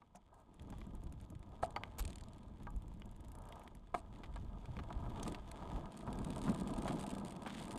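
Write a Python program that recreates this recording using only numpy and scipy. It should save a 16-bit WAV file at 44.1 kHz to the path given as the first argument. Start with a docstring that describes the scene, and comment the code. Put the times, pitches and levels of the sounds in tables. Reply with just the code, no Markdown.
"""A gravel path, heard from low on the frame of a mountain bike as it sets off.
The tyres hum as their tread drums the ground, and stones crunch under them. Freewheel pawls tick,
and the gears shift with clunks that ring the frame and a run of chain clicks. Near the end the bike
crosses a cattle grid: the frame drums and the slack chain rattles on over rough ground.
Underneath, air and uneven ground rock the microphone mount into a low rumble."""
import sys
import numpy as np
from scipy import signal
from scipy.io import wavfile

SR = 44100
rng = np.random.default_rng(int(sys.argv[2]) if len(sys.argv) > 2 else 0)


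def int16_out(signal):
    """Quantize to a 16-bit WAV file."""
    q = np.round(np.clip(np.atleast_2d(signal).T, -1, 1) * 32767)
    wavfile.write(sys.argv[1], SR, q.astype(np.int16))


N = 343098
TIME = np.arange(N) / SR


# how hard the ground works the tyres: (time [s], hum level [dB], frame shaking [dB])
GROUND = [(0.33, -76, -77.5), (0.62, -57.5, -67.5), (1.3, -59.5, -70), (2.1, -59.5, -64),
          (2.75, -57.5, -69), (3.1, -59, -68), (3.87, -65, -71.5), (4.2, -58, -62.5), (4.65, -60, -63.5),
          (5.25, -47.5, -53), (5.47, -59, -58), (5.75, -49, -52), (5.9, -53.5, -58.5), (6.05, -53, -58),
          (6.09, -47, -54), (6.52, -42, -52), (6.95, -43, -51.5), (7.35, -49.5, -57), (7.78, -49.5, -55)]
# ruts and the grid's edge squash the tyres, which drum harder: (centre [s], half length [s], level [dB])
RUTS = [(0.71, 0.018, -61), (2.06, 0.042, -52), (3.97, 0.019, -52), (4.79, 0.017, -48.5),
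        (5.09, 0.019, -45.5), (5.3, 0.039, -47), (6.1, 0.038, -44.5), (6.5, 0.04, -38.5)]
# the loaded chain grinds and shakes the frame: (centre [s], half length [s], level [dB])
CHAIN_GRINDS = [(0.38, 0.046, -62.5), (1.75, 0.16, -60), (3.5, 0.14, -58.5)]
# low hum of the casing: (frequency [Hz], level [dB])
TYRE_EQ = [(70, -27), (130, -5.5), (175, -1), (205, 2), (250, -3), (320, -4.5), (420, -15), (700, -20),
           (1600, -82)]
# hollow midrange of the shaken frame: (frequency [Hz], level [dB])
FRAME_EQ = [(200, -24.5), (400, 2), (520, -2.5), (690, 5), (770, -1.5), (860, 4), (1000, 3.5), (1110, -6.5),
            (1250, 0.5), (1450, -19), (1630, -8.5), (1900, -35.5), (4000, -48.5)]

def tyres(hum_db=-.5, rut_to_frame_db=-12.5, lumpy_db=2, uneven_db=1.5):
    """Tread blocks patter on the ground, drumming the casing; they and the chain shake the frame."""
    lumps = amp(lumpy_db * wander(per_s=60))
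    patter = impacts(per_s=900, spread_db=2) * lumps * amp(uneven_db * wander(per_s=18))
    hum = evened(colour(patter, TYRE_EQ))
    shaking = evened(colour(impacts(per_s=1400, spread_db=3) * lumps, FRAME_EQ))
    ruts = swells(RUTS)
    hum_gain = np.hypot(follow(GROUND, column=1), ruts)
    ground_force = np.hypot(follow(GROUND, column=2), amp(rut_to_frame_db) * ruts)
    frame_gain = np.hypot(ground_force, swells(CHAIN_GRINDS))
    return amp(hum_db) * hum_gain * hum + frame_gain * shaking


# patches of looser gravel: (centre [s], half length [s], level [dB])
LOOSE_PATCHES = [(0.78, 0.059, -74.5), (2.05, 0.057, -71.5), (3.57, 0.1, -74), (4.65, 0.059, -71),
                 (5.27, 0.08, -66), (6.49, 0.036, -59.5), (6.89, 0.023, -58), (7.56, 0.07, -58.5)]
# featured stone snaps: (time [s], level [dB])
STONE_SNAPS = [(0.5957, -55.5), (0.7237, -59), (1.0692, -60.5), (1.2008, -58.5), (1.3508, -58),
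               (1.428, -60), (4.159, -57), (4.258, -57), (4.339, -57), (4.6558, -50.5), (4.8359, -54.5),
               (4.9263, -50), (5.103, -54.5), (5.197, -47.5), (6.009, -53)]
# crunch of stones: (frequency [Hz], level [dB])
GRAVEL_EQ = [(500, -27.5), (1200, -1), (1800, -1.5), (2150, 0), (2700, -3), (3450, 1.5), (4100, -9),
             (4600, -8.5), (5600, -15.5), (7000, -12), (8800, -12.5), (11000, -24), (13000, -29),
             (16000, -10.5)]
# sharp grit spitting from the tread: (frequency [Hz], level [dB])
GRIT_EQ = [(1500, -18), (3300, 3.5), (5400, -4.5), (7000, 0), (8800, -13), (11500, -5.5), (13500, -17),
           (16000, -31)]

def gravel(dust_db=-5, stones_db=-1, grit_db=-9, snaps_db=4, clump_db=3):
    """Fine dust hisses under the tyres, stones crack and sharp grit spits."""
    t = np.arange(512) / SR
    clumps = amp(clump_db * wander(per_s=30))
    stones = impacts(per_s=600, spread_db=5) * clumps
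    grit = impacts(per_s=160, spread_db=4.5) * clumps
    crunch = amp(dust_db) * evened(colour(rng.standard_normal(N), GRAVEL_EQ))
    crunch += amp(stones_db) * evened(colour(stones, GRAVEL_EQ))
    spit = rng.standard_normal(N) * signal.oaconvolve(abs(grit), np.exp(-t / 0.0016))[:N]
    crunch += amp(grit_db) * evened(colour(spit, GRIT_EQ))
    roughness = follow(GROUND, column=2) / amp(-70.5)  # frame shaking relative to smooth path
    bed_gain = amp(-81) * roughness ** 0.7
    out = np.hypot(bed_gain, swells(LOOSE_PATCHES)) * crunch
    strays = [(s, np.interp(s, TIME, bed_gain) * amp(15 + 2 * chance))  # these poke out of the bed
              for s, chance in scattered(start=0.66, end=6.0, per_s=3)]
    for s, gain in [(s, amp(db)) for s, db in STONE_SNAPS] + strays:
        add(out, s, gain * amp(snaps_db) * click(t, GRAVEL_EQ, rise=.0001, decay=.0032))
    # a low-pass at 12.5 kHz takes the high hiss off the gravel
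    return signal.sosfilt(signal.butter(4, 12500, fs=SR, output='sos'), out)


# gear clunks, shoe and pedal knocks, stones:
# (time [s], level [dB], brightness [Hz], chatter length [s], ring time [factor])
KNOCKS = [(0.019, -61, 1420, 0.0067, 0.87), (0.149, -59, 710, 0.026, 0.63),
          (0.726, -55.5, 1060, 0.013, 1.5), (0.815, -58, 1950, 0.0041, 0.58),
          (1.628, -42.5, 885, 0.0071, 0.23), (1.631, -39.5, 1230, 0.0052, 0.7),
          (1.634, -33, 630, 0.0039, 0.76), (1.762, -52.5, 4700, 0.0012, 0.77),
          (1.7627, -46.5, 2160, 0.0033, 1.1), (1.763, -38.5, 1220, 0.012, 1.2),
          (1.836, -44.5, 2070, 0.00035, 0.75), (2.67, -48, 1250, 0.0047, 2.3),
          (3.02, -58.5, 2300, 0.0008, 0.91), (3.525, -58, 2660, 0.0025, 0.68),
          (3.617, -62, 1840, 0.0057, 0.26), (3.677, -59.5, 2430, 0.0015, 0.61),
          (3.943, -36, 774, 0.0051, 1), (3.946, -42.5, 1690, 0.0049, 2.3),
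          (3.9486, -35.5, 1040, 0.0031, 0.41), (4.235, -53, 1990, 0.012, 0.33),
          (4.361, -51.5, 1470, 0.012, 0.81), (4.768, -54.5, 1860, .0025, 0.31),
          (4.79, -48, 1740, 0.011, .3), (4.904, -47.5, 915, 0.0084, 0.92), (5.063, -50.5, 810, .0077, 0.81),
          (5.227, -54.5, 1540, 0.0034, .7), (5.264, -50, 1200, 0.011, 0.97),
          (5.347, -50.5, 2510, 0.0049, 0.22), (5.625, -49.5, 905, 0.0054, 0.85),
          (5.711, -53.5, 825, .007, 0.79), (6.076, -46.5, 970, 0.015, .9), (6.48, -44, 1210, 0.013, 0.13),
          (6.856, -42, 804, .01, 0.81), (6.879, -42.5, 1690, 0.013, 0.22), (6.911, -44, 674, 0.0046, 1),
          (7.041, -48, 740, 0.0071, 1), (7.215, -55, 902, .003, 1.6), (7.463, -48.5, 1740, 0.027, 0.24),
          (7.505, -53, 2470, 0.0028, 0.42)]
# ring of the frame: (frequency [Hz], level [dB], t60 [s])
FRAME_MODES = [(210, 30, 0.16), (296, -39, 0.048), (412, -31, 0.027), (669, -6, 0.19), (721, 4, 0.081),
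               (832.5, 3, 0.082), (960, 8, 0.04), (1151, 0.5, 0.054), (1220, 5, 0.029), (1588, -4.5, 0.026),
               (2096, -0.5, 0.012), (2300, -2.5, 0.007), (2930, -1.5, 0.018), (3250, -6.5, 0.031),
               (4570, -11, 0.037), (5120, -36, 0.02), (6980, -14, 0.027)]

def knocks(width=0.088, rebound=0.11, crack_db=-21, tail_db=-20, tail_t60=0.27):
    """A blow and its chatter ring the frame; harder contacts reach higher modes."""
    out, t = np.zeros(N), np.arange(8192) / SR
    for s, db, brightness, length, ring_factor in KNOCKS:
        modes = []
        for hz, level, t60 in FRAME_MODES:
            octaves = abs(np.log2(hz / brightness))
            rolloff_db = 6 * octaves ** 2 / (width + 0.17 * octaves)
            modes.append((hz, level - rolloff_db, t60 * ring_factor))
        chatter = rng.standard_normal(len(t)) * np.exp(-(t / length) ** 2)
        blow = rebound * chatter
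        blow[0] += 1  # the first contact
        buzz = rng.standard_normal(len(t)) * amp(-60 * t / tail_t60)  # fittings buzz on after the blow
        blow += amp(tail_db) * buzz / np.linalg.norm(buzz)
        body = signal.fftconvolve(blow, ring(modes, t))[:len(t)]
        body /= np.std(body[t < max(.01, length)])  # the attack sets the level
        crack = amp(crack_db) * peaked(colour(chatter, GRAVEL_EQ))
        add(out, s, amp(db) * (body + crack))
    return out


# single links snapping onto the teeth: (time [s], level [dB])
LINK_SNAPS = [(1.6325, -64), (1.642, -51), (1.66, -55), (1.7055, -59), (2.0523, -45.5), (3.9484, -51),
              (3.9574, -61), (4.0014, -61), (4.3593, -53), (5.23, -44)]
# after the shift the chain seats link by link, then on every second link: (time [s], click gap [s])
SEATING_PACE = [(2.0245, .0265), (2.215, .0265), (2.235, .048), (2.49, .051)]
# a link seating on a sprocket: (frequency [Hz], level [dB])
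SPROCKET_EQ = [(700, -19), (2100, 2), (3000, 3), (4100, 4.5), (5100, -2.5), (5550, -7), (7200, 2),
               (8400, 3.5), (10400, -5), (11100, -12), (12900, -17), (15500, -47)]
# featured slaps of the chain on its guide: (time [s], level [dB])
CHAIN_SLAPS = [(5.2788, -41), (5.3223, -48), (5.515, -47.5), (5.9732, -49.5), (6.333, -53), (6.3805, -49),
               (6.438, -47), (6.4973, -47), (6.546, -45), (6.5876, -50.5), (6.687, -54), (6.822, -47),
               (6.9286, -51), (7.0292, -50), (7.1377, -54), (7.2822, -49), (7.474, -49), (7.7172, -46)]
# the bars of the cattle grid jolt the chain in step: (time [s], bar gap [s])
GRID_PACE = [(6.1285, .0595), (6.43, .0545)]
# how hard the slack chain is shaken: (time [s], level [dB])
CHAIN_SHAKE = [(5.9, -68), (6.1, -74), (6.4, -65), (6.85, -62.5), (7.08, -61.5), (7.28, -65), (7.45, -70.5),
               (7.679, -62), (7.78, -61)]
# bright jangle of the chain: (frequency [Hz], level [dB])
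CHAIN_EQ = [(700, -9), (2000, 4), (3800, 3.5), (4800, 1), (5600, -5), (7200, 0.5), (8600, 6), (10200, -1.5),
            (11200, -10.5), (13000, -11.5), (15500, -50)]

def chain(links_db=6, slaps_db=4, rattle_db=-2, rattle_per_s=85, hold_s=0.071, fade_db_per_s=50):
    """Links click on the sprockets; the grid and rough ground make the slack run slap and rattle."""
    out, rattle, t = np.zeros(N), np.zeros(N), np.arange(1024) / SR
    fade_from = SEATING_PACE[0][0] + hold_s
    seating = [(s, -49 - fade_db_per_s * max(s - fade_from, 0)) for s in paced(SEATING_PACE)]
    for s, db in LINK_SNAPS + seating:
        add(out, s, amp(db + links_db) * click(t, SPROCKET_EQ, rise=.000073, decay=.002))
    jolts = [(s, -46.5) for s in paced(GRID_PACE)]
    # past the first bars the chain slaps at random
    strays = [(s, -54.5 + 3.5 * chance) for s, chance in scattered(GRID_PACE[-1][0], TIME[-1], per_s=17)]
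    for s, db in CHAIN_SLAPS + jolts + strays:
        add(out, s, amp(db + slaps_db) * click(t, CHAIN_EQ, rise=.0004, decay=.0016))
    shake_from, shake_until = CHAIN_SHAKE[0][0], CHAIN_SHAKE[-1][0]
    swings = np.arange(shake_from, shake_until, 1 / rattle_per_s)
    for s, (late, force) in zip(swings, rng.random((len(swings), 2))):
        add(rattle, s + late / rattle_per_s, force ** 2 * tick(t, rise=.001, decay=.003))
    rattle = colour(rattle, CHAIN_EQ)
    rattle /= np.std(rattle[TIME > shake_from])
    return out + amp(rattle_db) * follow(CHAIN_SHAKE, column=1) * rattle


# two spells of coasting, one lazy and one quick: (time [s], tick gap [s])
SLOW_COAST = [(0.542, .0793), (1.4, .0927)]
QUICK_COAST = [(2.632, .072), (2.7, .0588), (3.035, .0588), (3.17, .043), (3.28, .0341), (3.525, .0341),
               (3.555, .0385), (3.64, .043), (3.675, .072), (3.76, .072)]
# lone pawl ticks as the pedal is set: (time [s], level [dB])
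PEDAL_TICKS = [(0.157, -54.5), (0.342, -63.5), (0.401, -64.5)]
# crisp snap of a pawl: (frequency [Hz], level [dB])
PAWL_EQ = [(1000, 2.5), (3000, -5), (5400, -11), (7000, -1.5), (9000, -1), (11800, -5), (13600, -20),
           (14700, -9), (16000, -66)]
# ring of the hub: (frequency [Hz], level [dB], t60 [s])
HUB_MODES = [(7300, -14, .02), (8900, -4, 0.035), (9900, -15, 0.04), (11700, -19, .025), (14300, -41, .025)]

def freewheel(level_db=5, ring_db=-25, spread_db=2):
    """Each pawl drops into its notch and rings the hub, a little differently every time."""
    out, t = np.zeros(N), np.arange(2048) / SR
    times = paced(SLOW_COAST) + paced(QUICK_COAST)
    coasting = [(s, -59.5 + spread_db * rng.standard_normal()) for s in times]
    for s, db in PEDAL_TICKS + coasting:
        modes = [(hz, level + 4 * rng.standard_normal(), t60) for hz, level, t60 in HUB_MODES]
        pawl = click(t, PAWL_EQ, rise=.0001, decay=.0026)
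        add(out, s, amp(db + level_db) * (pawl + amp(ring_db) * peaked(ring(modes, t))))
    return out


# thumps of the wheels dropping over bumps, and of the rider mounting the bike at the start (row at 0.15 s):
# (time [s], level [dB], pitch [Hz], t60 [s])
BUMPS = [(0.15, -55.5, 190, 0.17), (0.946, -41, 65, 0.04), (1.06, -38, 55, 0.037),
         (1.358, -41.5, 111, 0.045), (2, -32.5, 43, 0.16), (2.055, -35, 75, 0.065),
         (2.749, -33.5, 42.5, 0.14), (2.944, -44, 170, .04), (4.33, -43, 75, 0.042),
         (4.48, -38, 44.7, 0.086), (4.699, -37, 79.5, 0.038), (4.79, -46, 110, 0.024),
         (4.961, -32, 54, 0.054), (5.075, -36.5, 75, 0.15), (6.076, -40, 110, 0.044),
         (6.480, -29.5, 174, 0.1), (6.609, -39, 218, 0.021), (7.132, -31.5, 206, 0.022)]

def bumps(level_db=-1):
    """The wheel bounces on its tyre for a few swings."""
    out, t = np.zeros(N), np.arange(SR // 3) / SR
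    for s, db, hz, t60 in BUMPS:
        attack = 1 - np.exp(-t * hz * 2)
        add(out, s, amp(db + level_db) * peaked(ring([(hz, 0, t60)], t) * attack))
    return out


# the chain dragging across the sprockets, and a shoe scuffing at the start (row at 0.328 s): (time [s], level
# [dB], length [s], screech share [0-1])
SCRAPES = [(0.328, -83, 0.11, 0.26), (1.621, -60, 0.035, 0), (1.982, -46, 0.025, 0.9),
           (1.995, -59, 0.027, 0.4), (3.937, -65, 0.063, 0), (5.258, -65, 0.035, 0),
           (6.876, -52, 0.016, 0.1)]
# screech of steel on steel: (frequency [Hz], level [dB])
SCREECH_EQ = [(800, 8.5), (3400, -4), (5600, -3.5), (7500, 2.5), (9500, 2), (11500, -6), (13000, 6),
              (14400, -9), (16000, -8)]

def scrapes(rough_db=3):
    """The chain's side plates grind over the teeth; pressed hard, they screech. A shoe scuffs with the same
    rasp."""
    out = np.zeros(N)
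    friction = rng.standard_normal(N) * amp(rough_db * wander(per_s=430))
    rasp, screech = evened(colour(friction, CHAIN_EQ)), evened(colour(friction, SCREECH_EQ))
    for s, db, length, share in SCRAPES:
        span = round(s * SR) + np.arange(round(length * SR))
        blend = (1 - share) * rasp[span] + share * screech[span]
        add(out, s, amp(db) * signal.windows.tukey(len(span), .3) * blend)
    return out


# a brake pad touches its disc: (time [s], length [s], level [dB], pitch [Hz], bandwidth [Hz])
BRAKE_CHIRPS = [(0.147, 0.03, -70.5, 6500, 780), (5.226, .014, -55, 6200, 500)]

def brake():
    """The pad slips briefly on its disc, which sings unsteadily."""
    out = np.zeros(N)
    for s, length, db, hz, width in BRAKE_CHIRPS:
        t = np.arange(0, length, 1 / SR)
        disc = np.exp(-np.pi * width * t) * np.sin(2 * np.pi * hz * t)
        chirp = signal.fftconvolve(rng.standard_normal(4096), disc)[:len(t)]
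        add(out, s, amp(db) * evened(chirp) * signal.windows.tukey(len(t), .5))
    return out


# fader ride of the rumble on the mount: (time [s], level [dB])
RUMBLE_RIDE = [(0.54, -68), (0.61, -49.5), (1.05, -47.5), (1.5, -55), (2.05, -49), (2.45, -55.5),
               (2.78, -45), (3.0, -53), (3.9, -57.5), (4.35, -47), (4.7, -49.5), (5.08, -42.5), (5.3, -48),
               (5.68, -54), (5.77, -41.5), (5.94, -61.5), (6.12, -47), (6.85, -48), (7.35, -59), (7.7, -52)]
# deep weight of that rumble: (frequency [Hz], level [dB])
RUMBLE_EQ = [(12, -13), (25, -1), (40, 1), (70, -2), (110, -6), (180, -15), (400, -45.5), (900, -68)]

def buffeting(level_db=-1, gusty_db=2):
    """Air and uneven ground rock the microphone mount."""
    gusts = evened(amp(gusty_db * wander(per_s=14)))
    rumble = evened(colour(rng.standard_normal(N), RUMBLE_EQ))
    return amp(level_db) * follow(RUMBLE_RIDE, column=1) * gusts * rumble


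def amp(db):
    """Decibels to gain."""
    return 10 ** (np.asarray(db) / 20)


def evened(x):
    """Scales to an rms of one."""
    return x / np.sqrt(np.mean(x ** 2) + 1e-20)


def peaked(x):
    """Scales to a peak of one."""
    return x / (abs(x).max() + 1e-20)


def follow(table, column):
    """One dB column of a fader ride as a gain for every sample."""
    rows = np.array(table)
    return amp(np.interp(TIME, rows[:, 0], rows[:, column]))


def swells(table):
    """Brief rises and falls of level as a gain for every sample."""
    return np.sqrt(sum(amp(db) ** 2 * np.exp(-((TIME - s) / half) ** 2) for s, half, db in table))


def add(mix, s, sound):
    """Mixes a sound in at s seconds."""
    part = mix[max(round(s * SR), 0):][:len(sound)]
    part += sound[:len(part)]


def colour(x, eq, size=4096):
    """Minimum-phase EQ, so clicks keep their sharp start."""
    hz, db = np.transpose(eq)
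    bins = abs(np.fft.fftfreq(size, 1 / SR))
    log_gain = np.log(amp(np.interp(np.log(bins + 1), np.log(hz), db)))
    taps = np.fft.ifft(np.exp(np.conj(signal.hilbert(log_gain)))).real
    return signal.oaconvolve(x, taps[:size // 2])[:len(x)]


def wander(per_s):
    """Random drift around zero, gliding to per_s new values a second."""
    knots = rng.standard_normal(N // 16)
    return np.interp(TIME * per_s, np.arange(len(knots)), knots)


def impacts(per_s, spread_db):
    """Random impulses, most small and a few large."""
    size = amp(spread_db * np.minimum(rng.exponential(1, N), 4))
    return size * rng.choice([-1, 1], N) * (rng.random(N) < per_s / SR)


def ring(modes, t):
    """Sum of dying modes."""
    return sum(amp(db - 60 * t / t60) * np.sin(2 * np.pi * hz * t) for hz, db, t60 in modes)


def tick(t, rise, decay):
    """A tiny burst of contact noise; rise and decay in seconds."""
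    return peaked(rng.standard_normal(len(t)) * (1 - np.exp(-t / rise)) * np.exp(-t / decay))


def click(t, eq, rise, decay):
    """A tick in the colour of the struck part, with a peak of one."""
    return peaked(colour(tick(t, rise, decay), eq))


def paced(curve):
    """Times of a run of clicks whose gap follows a curve."""
    at, gap = np.transpose(curve)
    times = [at[0]]
    while times[-1] <= at[-1]:
        times.append(times[-1] + np.interp(times[-1], at, gap))
    return times[:-1]


def scattered(start, end, per_s, size=200):
    """Unevenly spaced events: rows of a time and a chance number of unit spread."""
    late, chance = rng.random(size), rng.standard_normal(size)
    times = start + (np.arange(size) + late) / per_s
    return np.column_stack([times, chance])[times < end]


def scene():
    """Everything reaches one microphone on the frame."""
    rolling = buffeting() + tyres() + gravel()
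    drivetrain = freewheel() + chain() + scrapes()
    return (rolling + drivetrain + brake() + knocks() + bumps())[None]


def record(dry):
    """A steep high cut at 15.6 kHz trims the very top."""
    high_cut = signal.firwin(255, 15600, window=("kaiser", 8), fs=SR)
    return signal.oaconvolve(dry, high_cut[None], "same")


dry = scene()
out = record(dry)
int16_out(out)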